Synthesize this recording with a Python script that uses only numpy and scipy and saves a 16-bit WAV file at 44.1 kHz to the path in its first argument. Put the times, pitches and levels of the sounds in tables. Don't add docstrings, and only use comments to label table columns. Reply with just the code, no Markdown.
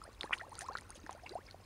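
import sys
import numpy as np
from scipy import signal
from scipy.fft import rfft, irfft
from scipy.io import wavfile

SR = 44100
rng = np.random.default_rng(int(sys.argv[2]) if len(sys.argv) > 2 else 0)


def to_wav(sig):
    pcm = np.clip(np.atleast_2d(sig), -1, 1) * 32767
    pcm = np.round(pcm).astype(np.int16)
    wavfile.write(sys.argv[1], SR, pcm.T)


def ratio_of_db(decibels):
    return 10 ** (np.asarray(decibels, float) / 20)


N = 72765


def evened(x):
    return x / np.sqrt(np.mean(x ** 2) + 1e-20)


def along(points, t):
    return np.interp(t, *np.transpose(points))


def read(points, hz):
    f, value = np.transpose(points)
    return np.interp(np.log(hz + 1), np.log(f + 1), value)


def add(mix, start_s, sound):
    part = mix[max(round(start_s * SR), 0):][:len(sound)]
    part += sound[:len(part)]


def sine(hz):
    return np.sin(2 * np.pi * np.cumsum(hz) / SR)


def ring(hz, t60_s, octaves, rise_s):
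    t60_s = max(t60_s, .002)
    t = np.arange(0, t60_s * 2.5, 1 / SR)
    envelope = (1 - np.exp(-t / rise_s)) ** 2 * ratio_of_db(-60 * t / t60_s)
    pitch_hz = hz * 2 ** (octaves * np.tanh(3 * t / t60_s) / 3)
    return envelope / envelope.max() * sine(np.minimum(pitch_hz, SR / 2.2))


# start_s, length_s, level_db (before fade and waver), first_pitch_hz, last_pitch_hz, bend (of the climb)
GULP_TABLE = [(0.036, 0.046, -55, 860, 2170, 0.62), (0.052, 0.022, -51.5, 594, 900, 1.07),
              (0.089, 0.037, -57.5, 1057, 1235, 0.89), (.238, 0.033, -42, 768, 1334, 1),
              (0.364, 0.019, -49.5, 760, 1210, 0.66), (0.416, 0.046, -47, 623, 1342, 1.03),
              (0.479, 0.025, -52.5, 500, 870, 1.46), (0.517, 0.018, -40.5, 822, 1210, 1.28),
              (0.545, 0.037, -55, 740, 1040, 0.56), (0.615, 0.063, -45.5, 654, 1540, 1.28),
              (0.685, 0.047, -46, 1003, 1950, 1.49), (0.708, 0.038, -45, 700, 1050, 0.78),
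              (0.896, 0.04, -54, 797, 2710, 1.1), (1.108, 0.032, -48, 723, 950, 1.14),
              (1.158, 0.046, -54.5, 634, 2425, 1.8), (1.153, 0.0255, -57.5, 1365, 1750, 1.5),
              (1.233, 0.023, -45, 674, 810, 1.2), (1.257, 0.022, -49.5, 825, 1260, .9),
              (1.308, 0.038, -44, 335, 1200, 1.83), (1.353, 0.045, -45.5, 595.6, 1324, 0.87),
              (1.399, 0.03, -57.5, 1220, 2460, 0.76), (1.431, 0.05, -61.5, 498, 1210, 1.34)]
GULP_RISE_S, GULP_END_SHARE = 0.0018, 0.2
GULP_FADE_DB, GULP_WAVER_DB = -13.5, 2.4
GULP_DB_PER_OCTAVE = 4.5


def gulp(length_s, level_db, first_hz, last_hz, bend):
    t = np.arange(0, length_s, 1 / SR)
    progress = t / length_s
    phase = rng.random(2)
    waver = np.sin(2 * np.pi * (55 * t + phase[0])) + np.sin(2 * np.pi * (130 * t + phase[1]))
    shape = np.minimum(t / GULP_RISE_S, 1) * np.clip((1 - progress) / GULP_END_SHARE, 0, 1)
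    hz = first_hz * (last_hz / first_hz) ** (progress ** bend)
    gain_db = level_db + GULP_FADE_DB * progress + GULP_WAVER_DB * waver
    gain_db += GULP_DB_PER_OCTAVE * np.log2(hz / first_hz)
    return shape * ratio_of_db(gain_db) * sine(hz)


# start_s, level_db (note peak), pitch_hz, t60_s, climb (first slope, octaves per t60)
PLOP_TABLE = [(.016, -41.5, 1187, 0.025, 0.65), (0.0775, -44, 530, 0.02, 1.5),
              (0.04, -44, 8330, 0.0052, 0.7), (.088, -47, 510, 0.02, -0.5), (0.213, -46, 1124, 0.021, 0.3),
              (0.2325, -27, 1530, 0.0038, 1.96), (.241, -30.5, 400, 0.0073, 0.3),
              (0.274, -47, 1690, 0.029, 0.1), (.295, -37.5, 750, 0.0066, 2.5), (.308, -30, 803, 0.012, 3),
              (.314, -48, 2120, 0.02, 1.4), (0.3203, -39, 1054, 0.04, 1.2), (.38, -49, 3130, 0.011, -0.5),
              (0.3854, -38.5, 3800, 0.007, 1.1), (0.396, -44, 1290, 0.027, 0.62),
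              (.4035, -42.5, 1947, 0.06, -0.3), (0.412, -32.5, 1640, 0.013, 1.05),
              (.467, -47.5, 577, 0.023, 4), (0.584, -44.5, 1290, 0.03, 0.9),
              (0.608, -37, 1830, 0.011, -0.2), (0.618, -38.5, 1615, 0.014, 0.8),
              (0.686, -34.5, 1041, 0.039, 0.4), (0.698, -40, 515, 0.017, -0.2),
              (0.7524, -27.5, 1151, .018, 2.5), (0.769, -45, 1326, 0.033, 0.6),
              (0.785, -41, 1680, 0.019, 1.4), (0.821, -42.5, 800, 0.0059, 2), (.956, -49, 556, 0.027, .3),
              (.977, -48.5, 295, 0.022, -1.2), (1.038, -47, 282, 0.062, 0.5),
              (1.064, -39.5, 1494, 0.011, 1.5), (1.068, -51, 865, 0.023, 0),
              (1.0937, -29, 795, 0.0085, 1.6), (1.097, -41.5, 1035, 0.01, 1),
              (1.149, -44.5, 545, 0.026, 1.1), (1.121, -54.5, 3220, .015, -.1),
              (1.2627, -41, 2570, 0.018, 0.45), (1.263, -43.5, 2200, 0.021, .05),
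              (1.277, -56.5, 2550, 0.053, 0.5), (1.2713, -42, 2240, 0.009, 0.2),
              (1.32, -55, 1996, 0.031, .1), (1.353, -34.5, 596, 0.054, 2.1), (1.387, -42.5, 427, 0.016, 0),
              (1.486, -49.5, 2200, 0.029, 0), (1.544, -42.5, 623, 0.021, 1.26),
              (1.602, -43, 704, 0.0032, .3)]
PLOP_RISE, PLOP_SNAP_DB = 0.025, -11.5


def plop(level_db, hz, t60_s, octaves):
    note = ring(hz, t60_s, octaves, PLOP_RISE * t60_s)
    u = np.arange(len(note)) / SR * hz * 9
    push = (np.e * u / 2) ** 2 * np.exp(-u)
    return ratio_of_db(level_db) * (note - ratio_of_db(PLOP_SNAP_DB) * push)


# start_s, level_db (ring peak), pitch_hz, t60_s (the ring uses at least 0.002)
TICK_TABLE = [(0.037, -45, 4960, 0.011), (0.2097, -24, 3570, 0.005), (0.2141, -35.5, 4430, 0.0023),
              (0.2322, -34, 4180, 0.0046), (0.494, -52, 8740, 0.0067), (0.5425, -46, 5740, 0.0036),
              (0.5538, -35, 4380, 0.0026), (0.5907, -34.5, 9080, 0.005), (0.5912, -34, 6800, 0.0032),
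              (.602, -48, 9300, 0.0029), (0.6185, -43.5, 6040, 0.0066), (0.6631, -47, 7700, 0.0041),
              (0.6845, -41.5, 5800, 0.0019), (0.7327, -47, 4470, 0.012), (0.752, -44.5, 3920, 0.0059),
              (0.7714, -34, 4340, 0.004), (0.7775, -38, 3800, 0.0045), (0.7844, -38, 5700, 0.0012),
              (0.789, -59, 9260, 0.01), (0.8105, -42.5, 9500, 0.00079), (0.893, -51, 9260, 0.0045),
              (0.9045, -36, 9400, 0.0028), (.9047, -49.5, 6340, 0.014), (0.904, -45, 4630, .006),
              (.92, -60, 6440, 0.02), (0.9477, -52, 6500, 0.015), (.9537, -47, 8350, 0.0017),
              (.9625, -52, 8700, 0.0043), (0.968, -50.5, 10200, 0.0036), (1.0012, -52, 6240, 0.0064),
              (1.064, -45.5, 4800, 0.0014), (1.1093, -38, 7050, 0.0012), (1.129, -38.5, 5840, 0.001),
              (1.2936, -36.5, 4650, 0.0033), (1.2942, -45, 3950, 0.023), (1.3255, -50, 4600, 0.015),
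              (1.348, -53.5, 8730, 0.0085), (1.467, -48, 4920, 0.013), (1.5108, -37, 4260, 0.0042)]
TICK_RISE = 0.031
SNAP_DB, SNAP_S = -3, 0.00078
SNAP_DB_PER_S = -2500


def tick(level_db, hz, t60_s):
    t = np.arange(1500) / SR
    sound = rng.standard_normal(1500) * np.exp(-t / SNAP_S) * ratio_of_db(SNAP_DB + SNAP_DB_PER_S * t60_s)
    add(sound, 0, ring(hz, t60_s, 0.18, TICK_RISE * t60_s))
    return ratio_of_db(level_db) * sound


# time_s, level_db (puff peak)
PUFF_LEVEL = [(.3255, -32), (.3292, -22.5), (.3333, -16.5), (.3355, -22), (.3376, -21), (.340, -31),
              (.344, -41), (.355, -50)]
# time_s, pitch_hz
MOUTH_PITCH = [(.325, 1600), (.329, 1750), (.333, 2250), (.338, 2550), (.340, 2000), (.344, 1300),
               (.355, 1900)]
FLUTTER_START_S, FLAPS_PER_S, FLAP_COUNT = .3292, 478, 5
PUFF_S, GURGLES_PER_S = 0.00026, 900
PUFF_CLIMB_PER_S = 190
SLURP_HISS_DB = -55


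def slurp():
    out = np.zeros(N)
    first_s, last_s = PUFF_LEVEL[0][0], PUFF_LEVEL[-1][0]
    steady = FLUTTER_START_S + np.arange(FLAP_COUNT) / FLAPS_PER_S
    loose = np.arange(steady[-1] + 0.00204, last_s, 1 / GURGLES_PER_S)
    chance = rng.random((60, 3))
    u = np.arange(-100, 200) / SR
    shape = np.exp(-.5 * (u / (PUFF_S * np.where(u > 0, 1.4, 1))) ** 2)
    for k, s in enumerate([first_s, *steady, *loose]):
        slack, turn, detune = chance[k]
        free = k > FLAP_COUNT
        hz = along(MOUTH_PITCH, s) * 2 ** (0.33 * free * (detune - .5))
        cycles = hz * u * (1 + PUFF_CLIMB_PER_S * u) + turn
        puff = ratio_of_db(along(PUFF_LEVEL, s)) * shape * np.cos(2 * np.pi * cycles)
        add(out, s + u[0] + free * slack / GURGLES_PER_S, puff)
    band = signal.butter(2, [4000, 11000], "band", fs=SR, output="sos")
    hiss = evened(signal.sosfilt(band, rng.standard_normal(N)))
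    swell = np.interp(np.arange(N) / SR, [first_s, steady[-1], last_s], [.2, 1, .4], 0, 0)
    return out + hiss * swell * ratio_of_db(SLURP_HISS_DB)


# start_s, length_s, level_db (rms), middle_pitch_hz
SPRAY_TABLE = [(0.229, 0.011, -71, 3320), (0.608, 0.028, -52.5, 7000), (0.953, 0.035, -62, 4970),
               (1.091, 0.05, -64.5, 2720), (1.475, 0.034, -66.5, 2630)]
SPRAY_DROPS_PER_S = 4500


def spray(length_s, level_db, middle_hz):
    out = np.zeros(round(length_s * SR) + 900)
    for when, pitch, size in rng.random((200, 3))[:round(length_s * SPRAY_DROPS_PER_S)]:
        hz = middle_hz * 2 ** (2.1 * (pitch - .5))
        gain = min(when / 0.068, 1) * ratio_of_db(-18 * size - 12.0 * when)
        add(out, length_s * when ** 1.2, gain * ring(hz, 16 / hz, 0.68, 0.14 / hz))
    return ratio_of_db(level_db) * evened(out)


# time_s, level_db
STIR_LEVEL = [(0, -64.5), (.19, -66.5), (.24, -52), (.3, -69.5), (.35, -53.5), (.44, -66), (.5, -66.5),
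              (.55, -57.5), (.6, -58), (.65, -60), (.79, -60), (.84, -64.5), (.95, -65.5), (1.03, -66.5),
              (1.12, -63), (1.22, -66.5), (1.3, -61.5), (1.41, -70), (1.49, -62.5), (1.56, -71),
              (1.65, -67.5)]
# pitch_hz, level_db
TRICKLE_COLOUR = [(300, -4), (700, -3.5), (1500, 1.5), (3000, -3), (5000, 3), (7500, -6), (9300, -4),
                  (12000, -15)]
TRICKLE_DB = 0.5
GRAINS_PER_S, GRAIN_PITCHES = 3600, 36
GRAIN_SPREAD_DB, GRAIN_CYCLES = 4.5, 12.6


def trickle():
    out = np.zeros(N)
    for hz in np.geomspace(300, 12000, num=GRAIN_PITCHES):
        starts = rng.random(N) < GRAINS_PER_S / GRAIN_PITCHES / SR
        size = np.minimum(rng.exponential(1, N), 4)
        train = starts * ratio_of_db(GRAIN_SPREAD_DB * size)
        vary = rng.random(2)
        grain = ring(hz, 4.6 * GRAIN_CYCLES * (.5 + vary[0]) / hz, .5 * vary[1], 0.22 / hz)
        gain = ratio_of_db(read(TRICKLE_COLOUR, hz)) * np.sqrt(hz / 1000)
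        out += gain * signal.oaconvolve(train, grain)[:N]
    return evened(out) * ratio_of_db(TRICKLE_DB + along(STIR_LEVEL, np.arange(N) / SR))


BANK_T60_S, BANK_DB = 0.039, -16.5


def with_bank(near):
    t = np.arange(8000) / SR
    bank = rng.standard_normal(8000) * ratio_of_db(-60 * t / BANK_T60_S) * (t > .002)
    return near + ratio_of_db(BANK_DB) * signal.oaconvolve(near, bank / np.linalg.norm(bank))[:N]


# pitch_hz, level_db
MIC_COLOUR = [(100, 0.8), (3000, -0.45), (5600, -3.5), (6400, 1), (7800, -3), (9300, 3.5), (10800, -5.5),
              (12500, -13.5), (16000, -21)]


def microphone(near):
    return irfft(rfft(near) * ratio_of_db(read(MIC_COLOUR, np.fft.rfftfreq(N, 1 / SR))), N)


# pitch_hz, level_db (per Hz)
AIR_COLOUR = [(24, -43), (40, 3.5), (75, 3.5), (165, -4), (382, -8), (573, -11), (1170, -12), (1320, -21.5),
              (1890, -18), (3380, -25.5), (4820, -25.5), (7240, -30.5), (9320, -28.5), (11400, -32.5),
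              (15700, -34), (16000, -60)]
AIR_DB = -62
# pitch_hz, width_hz (between half-amplitude points), level_db (rms)
HUM_TABLE = [(44.7, 17, -67.5), (86, 46, -65)]


def filtered_noise(gain):
    return evened(irfft(rfft(rng.standard_normal(N)) * gain, N))


def air():
    hz = np.fft.rfftfreq(N, 1 / SR)
    out = ratio_of_db(AIR_DB) * filtered_noise(ratio_of_db(read(AIR_COLOUR, hz)))
    for centre_hz, width_hz, level_db in HUM_TABLE:
        out += ratio_of_db(level_db) * filtered_noise(1 / (1 + (2 * (hz - centre_hz) / width_hz) ** 4))
    return out


def scene():
    water = slurp() + trickle()
    sources = [(gulp, GULP_TABLE), (plop, PLOP_TABLE), (tick, TICK_TABLE), (spray, SPRAY_TABLE)]
    for source, table in sources:
        for start_s, *settings in table:
            add(water, start_s, source(*settings))
    return (microphone(with_bank(water)) + air())[None]


def low_pass(x):
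    return signal.sosfilt(signal.butter(12, 16440, fs=SR, output="sos"), x)


def record(dry):
    return low_pass(dry)


dry = scene()
out = record(dry)
to_wav(out)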